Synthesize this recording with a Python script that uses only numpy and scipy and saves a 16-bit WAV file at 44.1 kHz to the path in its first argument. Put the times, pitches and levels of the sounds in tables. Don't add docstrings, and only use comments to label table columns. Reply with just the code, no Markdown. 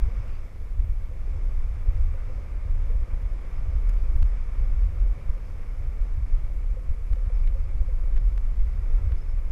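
import sys
import numpy as np
from scipy import signal
from scipy.fft import rfft, irfft, next_fast_len
from scipy.io import wavfile
from scipy.ndimage import uniform_filter1d

SR = 44100
rng = np.random.default_rng(int(sys.argv[2]) if len(sys.argv) > 2 else 0)


def boost(x):
    u = np.asarray(x, float) / 20
    return 10 ** u


def wav_record(signal):
    frames = np.transpose(np.atleast_2d(signal))
    bounded = np.clip(frames, -1, 1)
    quanta = np.round(bounded * 32767).astype(np.int16)
    wavfile.write(sys.argv[1], SR, quanta)


N = 419391
TIME = np.arange(N) / SR

# start_s, peak_db, body_db, burst_ms, centre_khz
RATTLE_BURSTS = [
    (0.2922, -57, 1, 5.8, 4.2),
    (0.7974, -57, 3, 5.1, 4.2),
    (3.892, -44, -5, 6, 5.4),
    (4.1605, -50, 0, 5.9, 4.8),
    (4.2257, -42.5, 0.5, 5.4, 3.5),
    (7.1305, -55, 8, 5, 3.8),
    (7.4741, -54, 5.5, 4.4, 4.3),
    (8.1635, -49, 3, 5.5, 5),
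]
# start_s, peak_db, body_db, centre_khz
LONE_TICKS = [(0.2783, -54, -4, 7.6), (1.522, -54, -7, 2.5), (1.8946, -56, -1, 3.6), (3.219, -54, 1, 4.5),
              (3.3583, -57.5, 0, 3.6), (3.9362, -48, -7, 5.1), (4.173, -55, -8, 9), (4.1915, -58, -8, 9),
              (4.2354, -59, -3, 4.5), (4.259, -54, -5, 4.5), (4.8407, -55, 2, 4.5),
              (5.2987, -47.5, -2, 7.9), (5.415, -69, -4, 4.5), (6.9845, -59, -8, 4.5),
              (7.1574, -57, 2, 4.5), (8.1762, -47.5, 5, 3.6), (8.3776, -41.5, 2, 3.9),
              (8.5947, -52.5, 1, 2.8), (8.611, -46, -10, 2.6), (8.624, -63, 6, 4.5),
              (9.12, -45.5, 4.5, 3.9)]


def level(x, db):
    return x * boost(db) / np.sqrt(np.mean(x ** 2))


def curves(table):
    s, *columns = np.transpose(table)
    return [np.interp(TIME, s, c) for c in columns]


def colour(x, points):
    hz, db = np.transpose(points)
    f = np.fft.rfftfreq(len(x), 1 / SR) + 1e-3
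    return irfft(rfft(x) * boost(np.interp(np.log(f), np.log(hz), db)), len(x))


def ring(x, hz, width):
    return signal.lfilter(*signal.iirpeak(hz, hz / width, SR), x)


def lowpass(x, order, hz):
    return signal.sosfiltfilt(signal.butter(order, hz, fs=SR, output="sos"), x)


def walk(rate):
    k = int(SR / rate)
    steps = np.repeat(rng.standard_normal(N // k + 1), k)
    return 1.1 * uniform_filter1d(uniform_filter1d(steps, k), k)[:N]


def add(out, s, x):
    i = max(int(s * SR), 0)
    out[i:i + len(x)] += x[:N - i]


def swells(table, rise_s, fall_s):
    total = 0
    for s, hold, db in table:
        corners = [s - rise_s, s, s + hold, s + hold + fall_s]
        total = total + boost(2 * db) * np.interp(TIME, corners, [0, 1, 1, 0]) ** 2
    return total


def microphone_noise():
    # pitch_hz, density_db
    hiss_colour = [(300, 0), (3000, 0), (7000, -5), (10000, -9.5), (13000, -13.5), (16000, -14.5),
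                   (20000, -17)]
    # pitch_hz, rms_db
    whines = [(8350, -116), (12550, -100)]
    hiss = level(colour(rng.standard_normal(N), hiss_colour), -71.5)
    return hiss + sum(boost(db + 3) * np.sin(2 * np.pi * hz * TIME) for hz, db in whines)


def chinks():
    # start_s, level_db, pitch_hz, width_hz, length_ms
    snaps = [(.2, -64, 2500, 600, 250), (.31, -70, 4660, 250, 90), (4.45, -80, 10500, 200, 60),
             (7.335, -69, 5150, 160, 35), (7.37, -73, 4750, 250, 80), (7.625, -72, 4650, 160, 30),
             (7.75, -74, 4600, 200, 60), (7.86, -74, 4650, 160, 20), (9.055, -71, 5200, 160, 40),
             (9.16, -68, 5000, 140, 40), (9.21, -65, 5200, 120, 27), (9.26, -69, 5300, 140, 80),
             (.79, -66, 2300, 400, 210), (1.2, -67, 2300, 400, 240), (5.12, -61, 2200, 503, 160),
             (7.04, -65, 2350, 300, 100), (7.42, -57, 2300, 250, 50)]
    out = np.zeros(N)
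    rubs = rng.standard_normal((len(snaps), SR // 3))
    for (s, db, hz, width, ms), rub in zip(snaps, rubs):
        n = int(ms * SR / 1000)
        metal = ring(ring(rub, hz, width), hz, width)[-n:]
        add(out, s, np.sqrt(np.hanning(n)) * level(metal, db - 2.5))
    return out


def knocks():
    # start_s, peak_db, pitch_hz
    ridges = [(0.083, -38, 468), (1.112, -40.5, 509), (1.275, -40, 455), (1.883, -50, 545),
              (2.141, -39, 536), (2.296, -37, 510), (2.381, -42, 560), (2.897, -39, 470),
              (2.939, -38.5, 517), (5.363, -44, 512), (6.768, -34.5, 511), (7.08, -49, 460),
              (7.165, -39, 510), (7.3, -39.5, 490), (7.553, -36.5, 537), (7.725, -45, 520),
              (7.884, -38.5, 518), (8.162, -46, 467), (8.899, -43, 445), (9.107, -43, 470)]
    push_s, t60_s = 0.0012, 0.099
    out, t = np.zeros(N), TIME[:SR // 5]
    swell = (1 - np.exp(-t / push_s)) * np.exp(-np.log(1000) * t / t60_s)
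    for s, db, hz in ridges:
        add(out, s, boost(db - 6) * swell / swell.max() * np.sin(2 * np.pi * hz * t))
    return out


def rattles():
    body_rings = [(1780, 2100, 0.59), (1190, 1850, 2.0), (600, 670, 2.26)]  # pitch_hz, width_hz, share
    out, t = np.zeros(N), TIME[:SR // 40]
    hits = list(RATTLE_BURSTS)
    hits += [(s + 0.0012, db, body_db, .3, khz) for s, db, body_db, khz in LONE_TICKS]
    chance = rng.standard_normal((len(hits), 2, len(t)))
    for (s, db, body_db, ms, khz), (size, where) in zip(hits, chance):
        swell = np.exp(-(t * 2000 / ms - 1) ** 4 * 2 + .3 * size)
        ticks = np.sign(size) * (where > 1.5) * swell * .7
        ticks[int(ms * SR / 2000)] = 1.1
        hz = np.clip(khz, 2.5, 12) * 1000
        edge = ring(ring(ticks, hz, 4000), hz, 4000)
        edge = edge + .08 * np.diff(ticks, prepend=0) + .55 * ring(ticks, 8500, 9500)
        body = sum(share * ring(ring(ticks, f, width), f, width) for f, width, share in body_rings)
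        hit = edge / np.abs(edge).max() + boost(body_db + 5) * body / np.abs(body).max()
        add(out, s, boost(db + 4) * hit)
    return out


def runners(crunch_db=2.5, crunch_rate=4000, flicker_db=0.76):
    # start_s, hiss_db
    glide = [(0.0, -55), (0.21, -55), (0.58, -60.5), (0.79, -62), (1.34, -58), (2.42, -57), (2.6, -58),
             (3.73, -56.5), (3.89, -56), (4.82, -57), (5.13, -57.5), (5.39, -57.5), (6.21, -58.5),
             (6.92, -61), (7.29, -59), (8.63, -59.5), (8.89, -56.5), (9.45, -59.5)]
    # pitch_hz, density_db
    snow = [(88, -33), (150, 3), (172, 2.5), (337, -4), (526, -4.5), (788, -12.5), (1180, -14), (1560, -18),
            (2270, -19.5), (2880, -28.5), (4200, -40), (5460, -84), (9240, -120)]
    # pitch_hz, width_hz, lift_db
    case = [
        (517, 91, 2.5),
        (1208, 200, 2.5),
        (2253, 256, 5.5),
    ]
    # pitch_hz, width_hz, level_db
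    powder = [(3560, 460, -2), (4650, 200, -1.5), (5150, 360, 1), (5950, 300, -6.5)]
    hiss_db, = curves(glide)
    over = hiss_db - -58
    hollow_db = -54.5 + 0.69 * over
    powder_db = -68.5 + 0.94 * over + 1.2 * walk(9)

    broken = rng.random(N) < crunch_rate / SR
    grain_size = boost(crunch_db * np.minimum(rng.exponential(size=N), 3))
    grains = broken * rng.standard_normal(N) * grain_size
    rub = colour(level(grains, -1.3) + rng.standard_normal(N), snow)
    rub = rub + sum((boost(db) - 1) * ring(rub, hz, width) for hz, width, db in case)
    hollow = lowpass(rub, 3, 750)
    hiss = rub - hollow
    spray = rng.standard_normal(N)
    top = sum(boost(db + 1.5 * walk(17)) * ring(spray, hz, width) for hz, width, db in powder)

    hollow = boost(hollow_db + flicker_db * walk(12)) * level(hollow, 0.75)
    hiss = boost(hiss_db + flicker_db * walk(14)) * level(hiss, 0.045)
    return hollow + hiss + boost(powder_db) * level(top, -5.0)


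def wind(large_hz=60, small_hz=105, even=0.1, uneven_db=1.5):
    # start_s, level_db
    head_wind = [
        (0.0, -22.5),
        (0.53, -29),
        (1.96, -22),
        (2.41, -25),
        (2.94, -28.5),
        (3.52, -28.5),
        (3.89, -23.5),
        (5.56, -26.5),
        (7.84, -23),
        (9.51, -23.5),
    ]
    # pitch_hz, density_db
    eddies = [(8, -29), (14, 1.5), (21, 6.5), (38, 5.5), (51, -1.5), (79, -8), (120, -21), (168, -36),
              (250, -68.5)]
    # start_s, length_s, level_db
    gusts = [(0.025, 0.034, -18), (0.773, 0.021, -22), (0.898, 0.0316, -18), (1.514, 0.18, -20),
             (1.763, 0.088, -22.5), (1.867, 0.18, -18.5), (2.12, 0.014, -19.5), (2.233, 0.04, -23),
             (2.324, 0.03, -19), (2.712, 0.316, -18.5), (3.13, 0.021, -21.5), (3.228, 0.093, -20),
             (3.726, 0.25, -19), (4.016, 0.24, -17.5), (4.587, 0.277, -20), (4.96, 0.15, -17.5),
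             (5.278, 0.043, -18), (5.998, 0.064, -18.5), (6.121, 0.011, -17), (6.315, 0.132, -21),
             (6.533, 0.037, -16), (6.664, 0.078, -22), (6.88, 0.027, -37), (7.018, 0.17, -21.5),
             (7.331, 0.256, -19), (7.718, 0.653, -19), (8.434, 0.04, -25.5), (8.579, 0.12, -17.5),
             (8.792, 0.027, -21.5), (8.887, 0.29, -19)]
    # start_s, length_s, level_db
    puffs = [(0.037, 0.044, -26), (0.166, 0.036, -28.5), (0.766, 0.13, -33.5), (1.34, 0.035, -27.5),
             (1.741, 0.045, -26.5), (1.885, 0.25, -29.5), (2.657, 0.29, -34), (3.124, 0.122, -31),
             (3.585, 0.19, -33), (3.86, 0.034, -36), (4.07, 0.177, -36), (4.609, 0.138, -32),
             (4.844, 0.177, -33), (5.788, 0.11, -33), (6.175, 0.049, -29), (6.382, 0.07, -34),
             (6.864, 0.056, -27.5), (7.072, 0.079, -34.5), (7.26, 0.035, -31), (7.398, 0.048, -37),
             (7.556, 0.12, -33), (7.798, 0.048, -35), (7.925, 0.032, -38), (8.165, 0.161, -34),
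             (8.494, 0.3, -38), (8.972, 0.14, -29), (9.32, 0.053, -37)]
    # centre_s, push (+) or suction (-) in full scale, length_ms
    slap_events = [(0.8, -0.28, 15.6), (4.161, 0.33, 15.7), (4.228, -0.35, 14), (5.3, 0.31, 18.4),
                   (6.899, -0.23, 21), (7.133, -0.27, 18.4), (8.167, -0.31, 26), (8.183, 0.24, 34),
                   (8.597, -0.23, 30), (8.612, 0.3, 33), (9.12, -0.12, 16), (9.128, 0.22, 14.6),
                   (9.507, 0.14, 17.5)]

    air = colour(rng.standard_normal(N), eddies)
    large, most = lowpass(air, 4, large_hz), lowpass(air, 4, small_hz)
    gust_db = 10 * np.log10(boost(2 * curves(head_wind)[0]) + swells(gusts, 0.011, 0.038))
    over = gust_db - -25
    steady_db = -41.5 + 0.14 * over + uneven_db * walk(19)
    small_db = 10 * np.log10(boost(2 * steady_db) + swells(puffs, 0.009, 0.015))
    flutter_db = -49.5 + 0.12 * over

    out = np.zeros(N)
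    for part, db in [(large, gust_db), (most - large, small_db), (air - most, flutter_db)]:
        swing = np.sqrt(uniform_filter1d(part ** 2, size=3000)) + 0.00075 * part.std()
        out += boost(db) * level(part / swing ** even, -1.9)

    slaps, calm = np.zeros(N), np.ones(N)
    for s, push, ms in slap_events:
        u = np.linspace(-3, 3, int(3 * ms * SR / 1000))
        add(slaps, s - 1.542 * ms / 1000, push * (1 - 0.27 * u ** 2) * np.exp(-2.5 * u ** 2))
        add(calm, s - 1.5 * ms / 1000, -.8 * np.exp(-u ** 2))
    return out * np.clip(calm, 0, 1) + slaps


def scene():
    return (wind() + runners() + knocks() + rattles() + chinks())[None]


def patchy_treble(sound):
    edges_hz = np.arange(8950, 15300, 350)
    size = next_fast_len(N + SR // 10)
    spec, f = rfft(np.pad(sound, (0, size - N), "reflect")), np.fft.rfftfreq(size, 1 / SR)
    out = irfft(spec * (f < edges_hz[0]), size)[:N]

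    hits = list(RATTLE_BURSTS) + list(LONE_TICKS)
    ticked = sum(np.abs(TIME - s - .003) < .008 for s, db, *_ in hits if db > -56)
    first_s, every_s, length_s = .935, 1.001, 0.049
    refilled = np.abs((TIME - first_s + .5) % every_s - .5) < length_s / 2
    openness = -.95 + .75 * (walk(35) + .7 * walk(140)) + .35 * walk(4)
    openness = openness + 3.0 * (refilled + ticked) + .7 * (TIME < 1.1)
    for lo, hi in zip(edges_hz, edges_hz[1:]):
        favour = np.interp(lo, [9000, 12500, 12800, 15000], [3.3, 2.3, .3, -.3])
        odds = openness + .6 * walk(50) + 1.1 * walk(200) + favour
        kept = uniform_filter1d(1. * (odds > 0), size=130)
        out += kept * irfft(spec * (f >= lo) * (f < hi), size)[:N]
    return out


def roll_off(x):
    return signal.sosfilt(signal.butter(12, 15810, fs=SR, output="sos"), x)


def record(dry):
    mix = patchy_treble(dry[0] + microphone_noise())[None]
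    return roll_off(mix)


dry = scene()
out = record(dry)
wav_record(out)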